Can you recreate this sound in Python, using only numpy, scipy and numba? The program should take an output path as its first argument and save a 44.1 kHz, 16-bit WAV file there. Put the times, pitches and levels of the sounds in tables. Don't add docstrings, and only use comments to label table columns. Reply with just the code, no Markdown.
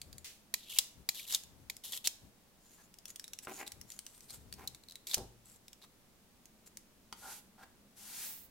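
import sys
import numpy as np
from scipy import signal
from scipy.fft import rfft, irfft, next_fast_len
from scipy.io import wavfile
from numba import njit

SR = 44100
rng = np.random.default_rng(int(sys.argv[2]) if len(sys.argv) > 2 else 0)


def wrap_up_sound(samples):
    columns = np.atleast_2d(samples).T
    tamed = np.clip(columns, -1, 1)
    steps = np.round(tamed * 32767).astype(np.int16)
    wavfile.write(sys.argv[1], SR, steps)


N = 374850

# frequency in Hz, likeness from -1 to 1.
CLOSE_LIKENESS = [(2500, 0.99), (4500, 0.64), (8000, 0.027)]
# frequency in Hz, likeness from -1 to 1.
DIFFUSE_LIKENESS = [(500, 0.6), (3000, 0.026)]
PART_HZ = 4000


def blade_clicks():
    # start in seconds, level in dB, tilt in dB per octave.
    landings = [(0.5394, -19.5, -0.5), (1.0888, -18, 0), (1.6978, -27.5, -1.5)]
    # start in seconds, level in dB, tilt in dB per octave,
    # ring frequency in Hz, ring height in dB.
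    snaps = [(0.7858, -10.5, 3, 3380, 16), (1.194, -36, 1, 2290, 28), (1.3235, -27.5, 1.5, 3790, 0),
             (1.3371, -28, -2, 3450, 7), (1.3466, -16, 3.5, 3660, 16.5), (1.9314, -30.5, -8.5, 3420, 17),
             (2.0482, -30, -5, 3680, 26), (2.0721, -16, 1, 5900, 7.5), (4.674, -27, 5, 3970, 22.5),
             (5.1348, -29, -3, 3780, 15), (5.1425, -15.5, 1.9, 5630, 1.5)]
    # frequency in Hz, level in dB.
    landing_colour = [(250, -38), (885, -12.5), (1430, -26.5), (2300, -1.5), (2880, -21), (3240, -6.5),
                      (4440, 0), (6100, -11.5), (7080, 2), (7820, -13), (13300, -3), (16000, -16.5)]
    snap_colour = [(150, -25.5), (950, -15), (1500, -17.5), (3200, -6), (5800, -0.5), (13500, -8.5),
                   (16000, -13)]
    direct, into_room = np.zeros((2, 2, N))
    plain_crack = coloured(signal.unit_impulse((2, 4096)), snap_colour, CLOSE_LIKENESS,
                           lambda hz: peak(hz, ring_hz=6270, ring_db=0.5, width_hz=750))
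    for start, db, tilt in landings:
        add(direct, start, click(landing_colour, db, decay_ms=3.8, tilt=tilt, shape=1.4))
    for start, db, tilt, ring_hz, ring_db in snaps:
        snap = click(snap_colour, db, decay_ms=3, tilt=tilt, shape=1.0,
                     ring=lambda hz: peak(hz, ring_hz, ring_db, width_hz=650))
        add(direct, start, snap)
    for start, db, *_ in landings + snaps:
        add(into_room, start, at_level(plain_crack, db - 13.5))
    return direct, into_room


def click(colour, db, decay_ms, tilt, shape, ring=np.zeros_like):
    def shade(hz):
        return tilt * np.log2(np.maximum(hz, 2000) / 6000) + ring(hz)
    crack = burst(decay_ms, rise_ms=.8, shape=shape)
    return at_level(coloured(crack, colour, CLOSE_LIKENESS, shade), db)


def blade_scrape():
    # frequency in Hz, level in dB.
    rasp_colour = [(200, -23.5), (900, -14), (1500, -18), (2250, -5.5), (7000, -5), (11000, -5.5),
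                   (16000, -11.5)]
    # frequency in Hz, level relative to the stroke in dB.
    blade_modes = [(7500, -15.5), (11900, -8.5), (13400, -21)]
    force_db, grip_hz, ring_db = blade_strokes()
    rasp = coloured(friction(per_s=900, spread_db=1.6, smooth=.5), rasp_colour, CLOSE_LIKENESS)
    upper = resonate(rasp, 1.04 * grip_hz + 220 * drift(110), width_hz=800.0)
    lower = resonate(rasp, .76 * grip_hz + 220 * drift(110), width_hz=800.0)
    part = rms_one(upper - 0.78 * lower) * from_db(ring_db)
    steel = 0
    for hz, db in blade_modes:
        mode = rms_one(resonate(rasp, np.full(N, float(hz)), width_hz=1300.0))
        steel = steel + mode * from_db(db + 3 * drift(35))
    return (0.81 * rasp + steel + part) * from_db(force_db + 1.27 * drift(90))


def blade_strokes(bite_s=0.0023, release_s=0.0055, sag_hz_per_s=3100):
    # start and length in seconds, level at mid-stroke in dB, change over
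    # the stroke in dB, the part's nominal resonance in Hz, its ring relative to the stroke in dB.
    strokes = [(0.576, 0.11, -64, 6.5, 3600, 3), (0.693, 0.085, -47.5, 4, 3280, 0),
               (1.144, 0.11, -50.5, -4.5, 3550, -4), (1.266, 0.091, -44.5, 14, 3600, -7),
               (1.836, 0.088, -48.5, -6, 3500, -8), (1.92, 0.056, -43, -2, 3300, -7),
               (2.041, 0.023, -41, 8, 3700, -3.5), (5.068, .046, -45, -5, 4150, -9),
               (5.112, 0.021, -48, 4, 3870, 0), (5.141, 0.011, -37, -6, 5600, -2)]
    t = np.arange(N) / SR
    force, grip_hz, ring_db = 1e-9, PART_HZ, 0
    for start, length, db, change_db, hz, stroke_ring_db in strokes:
        age = np.clip(t - start, 0, length)
        bite = np.minimum(age / bite_s, 1)
        release = np.exp(-np.maximum(t - start - length, 0) / release_s)
        force = force + bite * release * from_db(db + change_db * (age / length - .5))
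        grip_hz = np.where(t > start, hz - sag_hz_per_s * (age - length / 2), grip_hz)
        ring_db = np.where(t > start, stroke_ring_db, ring_db)
    return 20 * np.log10(force), grip_hz, ring_db


def handling_ticks(width_hz=670):
    # start in seconds, level in dB, ring frequency in Hz.
    touches = [(0.0155, -35, 4500), (0.128, -42, 4650), (0.1814, -39.5, 7000), (1.4352, -42, 6640),
               (1.7662, -39.5, 4940), (2.940, -47.5, 5070), (2.986, -44.5, 5000), (3.0549, -36.5, 5600),
               (3.103, -40, 6600), (3.1588, -36.5, 8450), (3.196, -34.5, 5440), (3.241, -37, 3800),
               (3.2787, -40.5, 5840), (3.3333, -33.5, 5800), (3.3877, -35, 5700), (3.6765, -34.5, 8300),
               (3.719, -36, 5660), (3.8124, -38.5, 5590), (3.9018, -38.5, 7200), (3.919, -38.5, 5950),
               (3.9898, -33.5, 8820), (4.0646, -37, 6100), (4.206, -46, 5800), (4.5253, -35, 4630),
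               (4.538, -41, 5400), (4.7469, -41, 3700), (4.836, -50, 4060), (4.9552, -37.5, 4100),
               (5.1797, -36.5, 5500), (5.681, -43.5, 5100), (5.7301, -43.5, 5300), (6.4552, -47, 6550),
               (6.7707, -36.5, 6350)]
    # frequency in Hz, level in dB.
    tick_colour = [(150, -50), (1200, -18), (1900, -9), (3200, -4.5), (7500, -1.5), (11000, -2.5),
                   (16000, -10)]
    skips = [(4.885 + 0.012 * k, -44 + rng.normal(), PART_HZ) for k in range(4)]
    out = np.zeros((2, N))
    for start, db, ring_hz in list(touches) + skips:
        ring_db = 9.5 + peak(ring_hz, PART_HZ, 8.5, width_hz)
        tick = click(tick_colour, db, decay_ms=1.9, tilt=.5 * rng.normal(), shape=1.2,
                     ring=lambda hz: peak(hz, ring_hz, ring_db, width_hz))
        add(out, start, tick)
    return out


def finger_rubs():
    # middle and length in seconds, level in dB, resonance in Hz.
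    grips = [(2.732, 0.29, -67, 6670), (3.095, 0.038, -52.5, 6600), (3.441, 0.04, -51.5, 7800),
             (3.574, 0.13, -52.5, 6820), (3.67, 0.016, -52, 4050), (3.933, 0.13, -61, 6840),
             (4.228, 0.41, -63, 8100), (4.303, 0.034, -58, 4080), (4.348, 0.038, -52.5, 7300),
             (5.512, 0.13, -62.5, 7700), (5.833, 0.04, -61.5, 3930), (6.672, 0.029, -62, 7680)]
    # frequency in Hz, level in dB.
    finger_colour = [(2000, -8.5), (3700, -6), (7000, -2.5), (12500, -1.5), (16000, -13)]
    rasp = coloured(friction(per_s=550, spread_db=3.0, smooth=.5), finger_colour, CLOSE_LIKENESS)
    waver = 1 + 0.037 * drift(25)
    out = 0
    for middle, length, db, ring_hz in grips:
        ring = rms_one(resonate(rasp, ring_hz * waver, width_hz=320.0)) * PART_HZ / ring_hz
        out = out + (rasp + ring) * swells([(middle, length, db)], shape=0.6)
    return out * from_db(2 * drift(45))


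def hand_sweeps(air_lag_s=0.057):
    # touch, fastest moment and lift in seconds, rub in dB, airy top in dB.
    sweeps = [(7.153, 7.317, 7.41, -48.5, -60), (7.954, 8.24, 8.475, -43.5, -43)]
    # frequency in Hz, level in dB.
    rub_colour = [(600, -25), (1500, -8), (7500, 0), (13000, 0), (16000, -28)]
    air_colour = [(8000, -21.5), (14500, 0)]
    rub = coloured(friction(per_s=11000, spread_db=2.5, smooth=1.2), rub_colour, CLOSE_LIKENESS)
    air = diffuse_noise(air_colour)
    out = np.zeros((2, N))
    for touch, fastest, lift, rub_db, air_db in sweeps:
        rub_gain = sweep_gain(touch, fastest, lift, rise_db=15.5, fall_db=24.5)
        air_gain = sweep_gain(touch, fastest + air_lag_s, lift, rise_db=22.5, fall_db=18)
        out += rub * from_db(rub_db) * rub_gain + air * from_db(air_db) * air_gain
    return out


def sweep_gain(touch, fastest, lift, rise_db, fall_db, slowing_s=0.21, contact_s=0.022):
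    t = np.arange(N) / SR
    contact = np.clip(np.minimum(t - touch, lift - t) / contact_s, 0, 1)
    lift_db = -fall_db * (lift - fastest) / slowing_s
    speed_db = np.interp(t, [touch, fastest, lift], [-rise_db, 0, lift_db])
    pan_db = np.interp(t, [touch, lift], [2, -2])
    return contact * from_db(speed_db + pan_db * [[1], [-1]])


def knuckle_pushes(creak_hz=2200.0):
    # middle and length in seconds, level in dB, creak relative to that level in dB.
    pushes = [(3.499, 0.074, -50, -17), (3.609, 0.068, -50, -3), (4.616, 0.12, -56, -14)]
    # frequency in Hz, level in dB.
    push_colour = [(130, -15), (350, 5.5), (550, -4.5), (820, 3), (1200, -6), (2500, -12), (3400, -17.5),
                   (16000, -16)]
    judder = coloured(friction(per_s=260, spread_db=2, smooth=.25), push_colour, CLOSE_LIKENESS)
    creak = rms_one(resonate(judder, np.full(N, creak_hz), width_hz=570.0))
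    return sum((judder + creak * from_db(creak_db)) * swells([(middle, length, db)], shape=0.95)
               for middle, length, db, creak_db in pushes)


def skin_slides():
    # middle and length in seconds, level in dB, lower hollow resonance in Hz.
    slides = [(2.8, .05, -64.5, 980), (5.841, 0.022, -61, 1150), (7.279, 0.14, -53.5, 840),
              (7.61, 0.067, -58.5, 810), (7.634, .02, -51, 920), (8.17, 0.41, -66, 860)]
    # frequency in Hz, level in dB.
    slide_colour = [(700, -0.5), (2000, -4), (16000, -14)]
    out = 0
    for middle, length, db, low_hz in slides:
        noise = rng.standard_normal((2, 32768))
        tone = coloured(noise, slide_colour, CLOSE_LIKENESS, lambda hz: hollow(hz, low_hz))
        rub = np.zeros((2, N))
        add(rub, middle - length / 2, tone)
        out = out + rub * swells([(middle, length, db)], shape=0.6)
    return out


def table_bumps():
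    # start in seconds, level in dB, decay in ms, treble cutoff in Hz, boom gain in dB.
    bumps = [(3.4713, -34, 1.2, 2160, -50), (5.170, -31, 35, 607, 4.5), (7.126, -34.5, 1.7, 6000, -17)]
    # frequency in Hz, level in dB.
    blow_colour = [(500, -0.5), (6000, 1.5), (16000, 9)]
    # frequency in Hz, level in dB before the boom gain, seconds to fall 60 dB.
    table_modes = [(50.6, -53, 0.56), (119.5, -56.5, .9), (360.7, -61, 0.358), (473, -61.5, 0.45)]
    out, t = np.zeros((2, N)), np.arange(SR) / SR
    boom = sum(from_db(db - 60 * t / t60) * np.sin(2 * np.pi * hz * t) * (-1) ** k
               for k, (hz, db, t60) in enumerate(table_modes))
    for start, db, decay_ms, dull_hz, boom_db in bumps:
        def muffle(hz):
            return .5 * hollow(hz, low_hz=887) - 10 * np.log10(1 + (hz / dull_hz) ** 6)
        blow = coloured(burst(decay_ms, rise_ms=0.26, shape=0.88), blow_colour, CLOSE_LIKENESS, muffle)
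        add(out, start, at_level(blow, db))
        add(out, start, boom * from_db(boom_db + np.array([[1.5], [-1.5]])))
    return out


def hand_rumble():
    # middle and length in seconds, level in dB before panning.
    movements = [(.12, 0.28, -58.5), (1.0, 0.1, -58.5), (1.6, 0.39, -62), (2.26, 0.1, -58),
                 (3.81, 0.19, -59.5), (4.54, 0.53, -58.5)]
    # frequency in Hz, level in dB.
    rumble_colour = [(20, -19), (65, 4), (200, -5.5), (2000, -32.5)]
    return diffuse_noise(rumble_colour) * swells(movements, shape=0.84) * from_db([[2.5], [-4]])


def dying_hiss(start, db, t60):
    # frequency in Hz, level in dB.
    hiss_colour = [(1200, -14.5), (2200, 0), (6000, 1), (16000, -8)]
    age = np.arange(N) / SR - start
    return diffuse_noise(hiss_colour) * (age > 0) * from_db(db - 60 * np.abs(age) / t60)


def room_reflections(x, gap_s, early_db, early_s):
    # frequency in Hz, seconds to fall 60 dB.
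    decay_times = [(1000, 0.48), (8000, 0.32)]
    t, edges_hz = np.arange(SR // 2) / SR, np.geomspace(60, 18000, 9)
    tail = 0
    for low, high in zip(edges_hz, edges_hz[1:]):
        noise = diffuse_noise([(2500, -0.83), (6000, -0.95)], len(t))
        band = signal.sosfilt(signal.butter(2, [low, high], "band", fs=SR, output="sos"), noise)
        tail = tail + band * from_db(-60 * t / at_hz(decay_times, np.sqrt(low * high)))
    early_lift = 1 + from_db(early_db) * np.exp(-t / early_s)
    response = rms_one(tail * (t > gap_s) * early_lift) / np.sqrt(len(t))
    return signal.fftconvolve(x, response, axes=1)[:, :N]


def room_tone(hum_hz=208.0, hum_grows_s=6.14):
    # frequency in Hz, level in dB.
    floor_colour = [(20, -8.5), (230, -12), (900, -20.5), (1400, -24), (6700, -27), (16000, -29.5)]
    hum = rms_one(resonate(rng.standard_normal((2, N)), np.full(N, hum_hz), width_hz=30.0)[0])
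    grown = np.clip(2 * (np.arange(N) / SR - hum_grows_s), 0, 1)
    return hum * from_db(-76 + 5.5 * grown) + from_db(-65.5) * diffuse_noise(floor_colour)


def lean_left(x, above_hz=8800, share=.16):
    treble = signal.sosfilt(signal.butter(1, above_hz, "high", fs=SR, output="sos"), x)
    return x + share * treble * [[1], [-1]]


def friction(per_s, spread_db, smooth):
    slipping = rng.random(N) < per_s / SR
    sizes = from_db(spread_db * np.minimum(rng.exponential(1, N), 4))
    power = signal.lfilter([1], [1, -.9], (slipping * sizes) ** 2 + 1e-18)
    return rng.standard_normal((2, N)) * np.sqrt(power / power.mean() + smooth)


def burst(decay_ms, rise_ms, shape, size=4096):
    ms = np.arange(size) / SR * 1000
    cracks = np.tanh(2 * rng.standard_normal((2, size)))
    return cracks * (1 - np.exp(-(ms / rise_ms) ** 2)) * np.exp(-(ms / decay_ms) ** shape)


def swells(rows, shape):
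    t = np.arange(N) / SR
    return sum(from_db(db) * np.maximum(1 - (2 * (t - middle) / length) ** 2, 0) ** shape
               for middle, length, db in rows)


def drift(per_s):
    knots = rng.standard_normal(int(N / SR * per_s) + 2)
    return rms_one(np.interp(np.arange(N) / SR * per_s, np.arange(len(knots)), knots))


def coloured(pair, spectrum, likeness, shade=np.zeros_like):
    n = pair.shape[1]
    size = 2 * next_fast_len(n // 2 + 1024)
    hz = np.arange(size // 2 + 1) * SR / size
    cepstrum = irfft(np.log(from_db(at_hz(spectrum, hz) + shade(hz))))
    cepstrum[1:size // 2] *= 2
    cepstrum[size // 2 + 1:] = 0
    mid, side = rfft(pair, size) * np.exp(rfft(cepstrum))
    alike = at_hz(likeness, hz)
    left_right = np.sqrt(1 + alike) * mid + np.sqrt(1 - alike) * side * [[1], [-1]]
    return rms_one(irfft(left_right)[:, :n])


def diffuse_noise(spectrum, size=N):
    return coloured(rng.standard_normal((2, size)), spectrum, DIFFUSE_LIKENESS)


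@njit
def resonate(x, hz, width_hz):
    y, r = np.zeros_like(x), np.exp(-np.pi * width_hz / SR)
    for i in range(2, x.shape[1]):
        feedback = 2 * r * np.cos(2 * np.pi * hz[i] / SR)
        for c in range(2):
            drive = (1 - r * r) / 2 * (x[c, i] - x[c, i - 2])
            y[c, i] = drive + feedback * y[c, i - 1] - r * r * y[c, i - 2]
    return y


def peak(hz, ring_hz, ring_db, width_hz):
    return ring_db / (1 + (2 * (hz - ring_hz) / width_hz) ** 2)


def hollow(hz, low_hz):
    return sum(peak(hz, centre, ring_db=15.5, width_hz=270) for centre in (low_hz, low_hz * 1.736))


def at_hz(points, hz):
    point_hz, value = np.transpose(points)
    return np.interp(np.log(np.maximum(hz, 1)), np.log(point_hz), value)


def at_level(hit, db):
    return hit * from_db(db) * np.sqrt(SR / 1000 / hit.shape[1])


def add(out, start, sound):
    i = max(int(start * SR), 0)
    out[:, i:i + sound.shape[1]] += sound[:, :N - i]


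def from_db(db):
    return 10 ** (np.asarray(db) / 20)


def rms_one(x):
    return x / np.sqrt(np.mean(x ** 2) + 1e-20)


def scene():
    clicks, cracks = blade_clicks()
    scrape = blade_scrape()
    handling = handling_ticks() + finger_rubs()
    table = hand_sweeps() + knuckle_pushes() + skin_slides() + table_bumps()
    into_room = (cracks + from_db(-18.5) * clicks + from_db(-11.0) * scrape
                 + from_db(-9.5) * handling + from_db(-6.0) * table)
    reverb = room_reflections(into_room, gap_s=.003, early_db=11.0, early_s=0.0051)
    close = lean_left(clicks + scrape + handling)
    background = hand_rumble() + dying_hiss(start=0.2447, db=-45.0, t60=0.39) + room_tone()
    return close + table + reverb + background


def record(dry):
    return signal.sosfilt(signal.ellip(12, .1, 80, 15900, fs=SR, output="sos"), dry)


dry = scene()
out = record(dry)
wrap_up_sound(out)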